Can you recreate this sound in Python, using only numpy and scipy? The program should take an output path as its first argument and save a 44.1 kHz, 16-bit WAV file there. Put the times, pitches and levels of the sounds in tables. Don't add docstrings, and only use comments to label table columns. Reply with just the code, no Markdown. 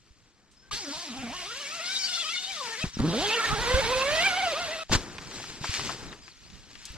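import sys
import numpy as np
from scipy import signal
from scipy.fft import rfft, irfft
from scipy.io import wavfile
from scipy.ndimage import uniform_filter1d

SR = 44100
rng = np.random.default_rng(int(sys.argv[2]) if len(sys.argv) > 2 else 0)


def master_out(mix):
    frames = np.transpose(np.atleast_2d(mix))
    ceiling = np.clip(frames, -1, 1)
    pcm = np.round(ceiling * 32767).astype(np.int16)
    wavfile.write(sys.argv[1], SR, pcm)


N = 307465
EDGE_HZ = 15500

# (frequency [Hz], gain [dB])
RASP_COLOURS = [
    [(60, -25), (200, -10), (600, -13.5), (1200, -9.5), (2200, -5), (3700, -2.5), (5300, -0.5), (7500, -6),
     (11000, -21.5), (15500, -31)],
    [(60, -25), (200, -6), (600, -3), (1200, -1), (2200, -4.5), (3800, 0.5), (5300, -4), (7500, -9),
     (11000, -20.5), (15500, -32.5)],
]
# (frequency [Hz], gain [dB])
NYLON_COLOUR = [(90, 0), (150, -0.5), (380, -3), (600, -10), (1400, -7.5), (5000, -6), (7800, -11),
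                (9000, -22), (12500, -29), (15500, -48)]


def gain_of(db):
    return 10 ** (np.asarray(db) / 20)


def evened(x):
    return x / np.sqrt(np.mean(x ** 2) + 1e-20)


def read(points, hz):
    f, value = np.transpose(points)
    return np.interp(np.log(hz + 1), np.log(f + 1), value)


def add(mix, s, sound):
    part = mix[:, round(s * SR):][:, :sound.shape[-1]]
    part += sound[..., :part.shape[1]]


def unroll(rows):
    s, *columns = np.transpose(rows)
    t = np.arange(s[0], s[-1], 1 / SR)
    return s[0], [np.interp(t, s, c) for c in columns]


def drift(size, hz):
    span = int(SR / hz) + 1
    smooth = uniform_filter1d(rng.standard_normal(size), span)
    return evened(uniform_filter1d(smooth, span))


def colour(x, points):
    gain = gain_of(read(points, np.fft.rfftfreq(len(x), 1 / SR)))
    return irfft(rfft(x) * gain, len(x))


def band(x, lo_hz, hi_hz):
    return signal.sosfilt(signal.butter(2, [lo_hz, hi_hz], "bandpass", fs=SR, output="sos"), x)


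def resonate(x, hz, width_hz):
    turn = np.exp(2j * np.pi * np.cumsum(hz) / SR)
    r = np.exp(-np.pi * width_hz / SR)
    return 2 * (turn * signal.lfilter([1 - r], [1, -r], x / turn)).real


def panned(x, pan_db):
    return np.array([x * gain_of(pan_db / 2), x * gain_of(-pan_db / 2)])


def placed(x, s):
    # (time [s], left minus right [dB])
    side = [(0, 4.5), (.72, -1.5), (1.4, -2), (2.15, 2), (2.9, 1.5), (3.001, -2.5), (4.1, -4.5), (4.9, -1),
            (5.499, -0.5), (5.75, 3), (6.97, 4.5)]
    t = s + np.arange(len(x)) / SR
    fade = signal.windows.tukey(len(x), 300 / len(x))
    return panned(x * fade, np.interp(t, *np.transpose(side)))


def zipper(rows, rasp, ring, blur_hz):
    ring_wander, ring_width = 0.04, .22
    slow_body_db = 22
    fizz = 0.37
    uneven_db = [2.6, 3.8, 4.2]

    s, (hz, rasp_db, *drum_db) = unroll(rows)
    size = len(hz)
    ring_hz, clean = unroll(ring)[1]
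    ring_hz = np.resize(ring_hz, size) * np.exp(ring_wander * drift(size, 16.0))
    clean = np.clip(np.resize(clean, size), 0, .95)

    slow = 1 / (1 + (hz / 380) ** 4)
    tremble = (1 + slow) * (.016 * drift(size, 40) + .016 * drift(size, 130))
    turns = np.cumsum(hz * (1 + tremble)) / SR
    slips = turns + .021 * drift(size, 400)

    knocks = np.zeros(size)
    for k in range(4, 18):
        overtone_hz = k * hz
        ring_db = 11 / (1 + (np.log(overtone_hz / ring_hz) / ring_width) ** 2)
        body_db = slow_body_db * slow / (1 + (overtone_hz / 1900) ** 4)
        level_db = read(rasp, overtone_hz) + ring_db + 4.2 * drift(size, 44.2) + body_db
        melt = 1 + (overtone_hz / blur_hz) ** 6
        phase = 2 * np.pi * (k * slips + 0.089 * rng.random())
        knocks += gain_of(level_db) / melt * np.cos(phase)
    knocks /= np.sqrt(uniform_filter1d(knocks ** 2, size=4000))

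    tooth_pulse = 0.7 - 0.051 * slow + np.exp(-(turns % 1) / 1.3)
    pulses = tooth_pulse * gain_of(0.5 * drift(size, 55)) * rng.standard_normal(size)
    scrape = colour(pulses + 0.99 * resonate(pulses, ring_hz, 2000), rasp)
    scrape /= band(scrape, 1500, 6000).std()

    lurch = slips + .035 * slow * drift(size, 160)
    drum = np.zeros(size)
    for k, db in enumerate(drum_db):
        level = gain_of(db + uneven_db[k] * drift(size, 68))
        drum += level * np.cos(2 * np.pi * ((k + 1) * lurch + 0.15 * drift(size, 14.7)))

    fine_scrape = fizz * np.sqrt(clean) * band(scrape, blur_hz, EDGE_HZ)
    rasping = np.sqrt(clean) * knocks + np.sqrt(1 - clean) * scrape + fine_scrape
    sound = np.sqrt(2) * drum + gain_of(rasp_db) * rasping
    return s, placed(sound, s)


def tooth(s, peak_db):
    t60_s = 0.017
    t = np.arange(1500) / SR
    click = colour(rng.standard_normal(len(t)), RASP_COLOURS[1]) * gain_of(-60 * t / t60_s)
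    return s, gain_of(peak_db) * click / abs(click).max()


def rustle(rows):
    s, (swish_db, body_db) = unroll(rows)
    size = len(swish_db)
    crackle_db = 4 * np.minimum(rng.exponential(1, size), 4)
    crackle = gain_of(crackle_db) * (rng.random(size) < 160 / SR)
    crackle_decay = evened(signal.lfilter([1], [1, -.96], crackle))
    drive = rng.standard_normal(size) * (1 + .22 * crackle_decay)
    cloth = colour(drive * gain_of(1.3 * drift(size, 30)), NYLON_COLOUR)
    body = signal.sosfilt(signal.butter(2, 2000, fs=SR, output="sos"), cloth)
    swish = cloth - body
    return s, gain_of(swish_db) * (evened(swish) + gain_of(body_db) * evened(body))


def snap(s, peak_db, hz, pan_db, t60):
    t = np.arange(3000) / SR
    burst = rng.standard_normal(len(t)) * gain_of(-60 * t / t60) + 6.1 * (t == 0)
    burst = band(burst, hz / 2.2, min(hz * 1.35, 16000))
    burst = colour(burst, [(8000, -6), (15500, -29)])
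    return s, panned(gain_of(peak_db) * burst / abs(burst).max(), pan_db)


def thump(s, peak_db, hz):
    swings_to_60_db = 4.3
    t = np.arange(8000) / SR
    sign = rng.choice([-1, 1]) * np.array([[1], [-1]])
    step = sign * .7 / (1 + (hz / 110) ** 4)
    phase = 2 * np.pi * hz * t + step * np.minimum(t * hz * 2, 1)
    swing = -np.sin(phase) * gain_of(-60 * t * hz / swings_to_60_db)
    return s, gain_of(peak_db) * swing / abs(swing).max()


def whistle(s, length, first_hz, last_hz, level_db):
    hz = np.linspace(first_hz, last_hz, round(length * SR))
    size = len(hz)
    phase = 2 * np.pi * np.cumsum(hz * (1 + .012 * drift(size, 200))) / SR
    tone = np.sin(phase) * gain_of(2.5 * drift(size, 120))
    return s, np.sqrt(2) * gain_of(level_db) * tone * signal.windows.tukey(size, .6)


def rumble():
    # (time [s], peak level before the port gains [dB], fading [dB/s])
    air_puffs = [(.74, -50, 152), (1.18, -52.5, 54), (2.851, -56, 700), (2.989, -45, 54),
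                 (3.22, -43.5, 182), (3.53, -36, 58), (3.75, -34, 83), (4.02, -50, 19.5), (4.951, -55, 109),
                 (5.2, -57, 29), (5.86, -47, 400), (6.02, -54.5, 56), (6.48, -56, 34), (6.91, -59, 32)]
    # (frequency [Hz], gain [dB])
    rumble_colour = [(15, -12), (40, 8.5), (90, 1.5), (160, 2), (300, -12), (600, -48)]
    rise_db_per_s, calm_db = 308, -70
    t = np.arange(N) / SR
    level = gain_of(calm_db)
    for s, db, fade in air_puffs:
        level = level + gain_of(db - np.maximum(rise_db_per_s * (s - t), fade * (t - s)))
    noises = []
    for _ in range(2):
        lumpy = rng.standard_normal(N) * gain_of(4.8 * drift(N, 37))
        noises.append(evened(colour(lumpy, rumble_colour)))
    return level * np.array(noises) * gain_of([[3], [5.5]])


def hiss():
    return gain_of(-69.5) * evened(colour(rng.standard_normal(N), NYLON_COLOUR))


def ports(x):
    # (frequency [Hz], left-right likeness, clipped to 0.1-1 when used)
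    likeness = [(60, -0.77), (150, 1), (380, 0.94), (950, 0.87), (2380, 0.78), (5980, 0.71), (15000, -1.32)]
    # (frequency [Hz], left minus right [dB])
    left_shade = [(3000, 2), (6000, 4), (12000, -3)]
    left_lag_s = .00005
    hz, _, z = signal.stft(x, SR, nperseg=512, noverlap=384)
    field = uniform_filter1d(rng.standard_normal(z[0].shape), size=6, axis=0)
    field = evened(uniform_filter1d(field, size=4, axis=1))
    spread = np.sqrt(-2 * np.log(np.clip(read(likeness, hz), .1, 1)))[:, None] * field
    lag = 2 * np.pi * hz[:, None] * left_lag_s
    shade = np.log(gain_of(read(left_shade, hz)))[:, None]
    halves = np.array([1, -1])[:, None, None]
    turned = z * np.exp(.5 * (shade - 1j * (lag + spread)) * halves)
    return signal.istft(turned, SR, nperseg=512, noverlap=384)[1][:, :N]


def scene():
    # (time [s], tooth rate [1/s], rasp level [dB],
    # wall drum level at one, two and three times the tooth rate [dB, dB, dB])
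    pulls = [
        [(0.71, 405.0, -39, -75, -76, -45), (0.73, 395, -32.5, -45.5, -55, -50),
         (0.78, 470, -35, -62, -54, -53), (0.86, 285, -41.5, -43.5, -54, -62),
         (0.915, 280, -37.5, -38, -56, -60), (0.935, 320, -38, -59, -51.5, -48),
         (1.03, 360, -38.5, -58, -48, -53), (1.11, 223, -42.5, -38.5, -64, -60),
         (1.18, 260, -42, -42.5, -57, -48), (1.31, 240, -42, -40.5, -58, -50),
         (1.335, 312.7, -40, -52, -51, -45), (1.37, 370, -38, -61, -55, -47),
         (1.44, 358, -38.5, -53, -48.5, -53), (1.5, 424, -39.5, -55, -61, -46),
         (1.61, 614, -38, -52.5, -50, -55), (1.67, 540, -38, -52.5, -62, -48), (1.75, 680, -38, -52, -48, -58),
         (1.8, 655, -37.5, -46, -46.5, -47), (1.92, 774, -33, -59, -42, -43), (1.94, 776, -30, -57, -44.5, -43),
         (2.21, 696, -31, -55, -49.5, -47.5), (2.25, 605, -33, -48, -49, -49),
         (2.29, 650, -33.5, -53, -39, -60), (2.33, 713, -32, -65, -49, -37.5), (2.47, 746, -36, -49, -57, -60),
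         (2.51, 775, -37.5, -47, -58, -44), (2.55, 680, -36, -52, -55, -53),
         (2.614, 525, -38.5, -45, -38.5, -52), (2.67, 463, -37.5, -49.5, -39, -47),
         (2.78, 444, -36.5, -50, -55, -55), (2.81, 634, -33.5, -53, -48, -43), (2.84, 630, -31, -44, -45, -56)],
        [(2.988, 113.8, -28, -49, -45, -57), (2.998, 104, -40, -25, -27.5, -44),
         (3.089, 176, -36.5, -28.5, -32.5, -39), (3.136, 190, -35.5, -31, -35.5, -37),
         (3.19, 278, -32, -29, -37.5, -44), (3.211, 313, -31.5, -40, -33, -44),
         (3.24, 410, -31, -34, -33.5, -48), (3.286, 430, -28, -35, -44, -48),
         (3.328, 454, -26, -45, -35, -41.5), (3.358, 486, -29, -30, -49, -41.5),
         (3.436, 438, -30, -52, -44, -31.5), (3.456, 450, -27.5, -44, -61, -34),
         (3.518, 420, -31.5, -43, -38, -32), (3.574, 413, -33.5, -37.5, -39, -48.5),
         (3.626, 476, -31, -43, -40, -37.5), (3.744, 525, -29, -24.5, -32, -41),
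         (3.806, 523, -29.5, -30, -47, -40), (3.826, 440, -31.5, -39.5, -35, -44),
         (3.966, 530, -30.5, -26.5, -36, -43.5), (4.018, 545, -29, -34.5, -34, -34),
         (4.038, 527, -32, -31, -33, -44), (4.188, 642, -28, -33.5, -40.5, -32),
         (4.27, 787, -28, -34, -30, -29.5), (4.34, 704, -33.5, -37.5, -38.5, -40),
         (4.388, 797, -33.5, -28, -35, -36), (4.518, 646, -33.5, -35.5, -41, -41),
         (4.538, 540, -35, -33, -38, -62), (4.6, 720, -35.5, -36.5, -44, -46),
         (4.688, 642, -36.5, -37, -54.5, -42.5), (4.838, 654, -40, -43.5, -44.5, -55)],
    ]
    # (time [s], frequency [Hz], share of clear knocks, at most 0.95 when used)
    rings = [
        [(.71, 3300, 0.26), (.8, 5050, 0.54), (1.05, 4200, 0.37), (1.23, 2340, 0.55), (1.45, 3100, 0.46),
         (1.8, 2470, 0.22), (1.92, 3670, 0.68), (2.02, 5250, 0.88), (2.09, 3650, 0.8), (2.4, 3500, 0.83),
         (2.6, 3465, 0.34), (2.7, 1832, 0.29), (2.84, 2200, 1)],
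        [(2.99, 2700, 0.97), (3.2, 3520, 0.05), (3.33, 3030, 0.86), (3.45, 1898, 0.59), (3.56, 1600, 0.28),
         (3.9, 2520, 0.22), (4.13, 1918, 0.53), (4.24, 3242, 0.42), (4.3, 2140, 0.4), (4.48, 2700, 0.31),
         (4.7, 2100, 0.12), (4.84, 2703, 0.4)],
    ]
    blurs_hz = [5500, 3600]
    # (time [s], peak level [dB])
    first_teeth = [(2.995, -29), (3.001, -24), (3.019, -32), (3.028, -37), (3.038, -37), (3.045, -38),
                   (3.052, -28)]
    # (time [s], swish level [dB], lower body against the swish [dB])
    rustles = [
        [(0.0, -64, -4), (0.148, -65, -2.5), (0.494, -68.5, 5), (0.514, -67.5, -2.5), (0.7, -59, 1)],
        [(2.84, -32, 4), (2.916, -51, -21), (2.99, -41.5, -12)],
        [(4.84, -50, -19), (4.88, -60.5, -18), (4.93, -21, -4.5), (4.96, -24.5, -0.5), (4.97, -35.5, -1),
         (5.07, -45, 3.5), (5.25, -43, -0.5), (5.47, -40, -6.5), (5.6, -45.5, -2), (5.64, -36.5, -5),
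         (5.74, -29.5, -33), (5.79, -33, -5), (5.92, -38, -5), (6, -42, 0.5), (6.13, -48.5, 3.5),
         (6.21, -53.5, -3.5), (6.27, -51.5, -6.5), (6.38, -54.5, -10), (6.5, -53, -5), (6.71, -53.5, -5),
         (6.76, -48.5, -7), (6.87, -46, -20), (6.97, -48, 2.5)],
    ]
    # (time [s], peak level before panning [dB], pitch [Hz],
    # left minus right [dB], decay time to -60 dB [s])
    snaps = [(0.515, -50, 7460, -3, 0.17), (4.896, -28.5, 570, 2, 0.053), (4.917, -21, 1130, 2, 0.062),
             (4.95, -13, 1450, -3, 0.012), (5.183, -26, 2420, -4, 0.035), (5.316, -34, 2110, -2, .03),
             (5.4, -34, 1200, 0, 0.043), (5.44, -32.5, 1500, 5, 0.03), (5.642, -23.5, 1450, 2, 0.06),
             (5.655, -34, 1410, -10, 0.015), (5.796, -20.5, 1510, 5, 0.012), (5.893, -24, 1330, 11, 0.065),
             (6.128, -33.5, 2120, 8, 0.041), (6.28, -39, 1900, 19, 0.03), (6.501, -38, 4430, 8, 0.047),
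             (6.754, -40, 2740, 17, .04), (6.854, -24.5, 8750, 7, 0.058)]
    # (time [s], peak level [dB], pitch [Hz])
    thumps = [(0.107, -47, 62), (2.841, -18, 169), (2.864, -29, 58.3), (2.97, -22.5, 213),
              (3.005, -14.5, 213), (3.741, -14, 66.5), (4.897, -29, 41.2), (4.912, -18, 143),
              (4.951, -18.5, 87), (4.958, -22.5, 37.8), (5.612, -29.5, 145), (5.693, -23.5, 90),
              (6.903, -36, 54.4)]
    # (time [s], length [s], first frequency [Hz], last frequency [Hz], level [dB])
    whistles = [(0.544, 0.12, 5120, 5260, -63), (0.61, 0.1, 1520, 1610, -64),
                (2.93, 0.041, 6250, 4900, -42), (6.078, 0.025, 4130, 3550, -52),
                (6.11, 0.017, 4300, 3400, -51), (6.212, 0.085, 4940, 4880, -55),
                (6.297, .035, 5250, 3700, -55), (6.434, 0.062, 4030, 5230, -58)]

    mix, hits = np.zeros((2, 2, N))
    for pull in zip(pulls, RASP_COLOURS, rings, blurs_hz):
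        add(mix, *zipper(*pull))
    for row in first_teeth:
        add(mix, *tooth(*row))
    for rows in rustles:
        add(mix, *rustle(rows))
    for row in snaps:
        add(hits, *snap(*row))
    for row in thumps:
        add(hits, *thump(*row))
    for row in whistles:
        add(mix, *whistle(*row))
    mix += hiss()
    return ports(mix) + hits + rumble()


def record(dry):
    lowpass = signal.firwin(511, EDGE_HZ, window=("kaiser", 9), fs=SR)
    return signal.oaconvolve(dry, lowpass[None], "same")


dry = scene()
out = record(dry)
master_out(out)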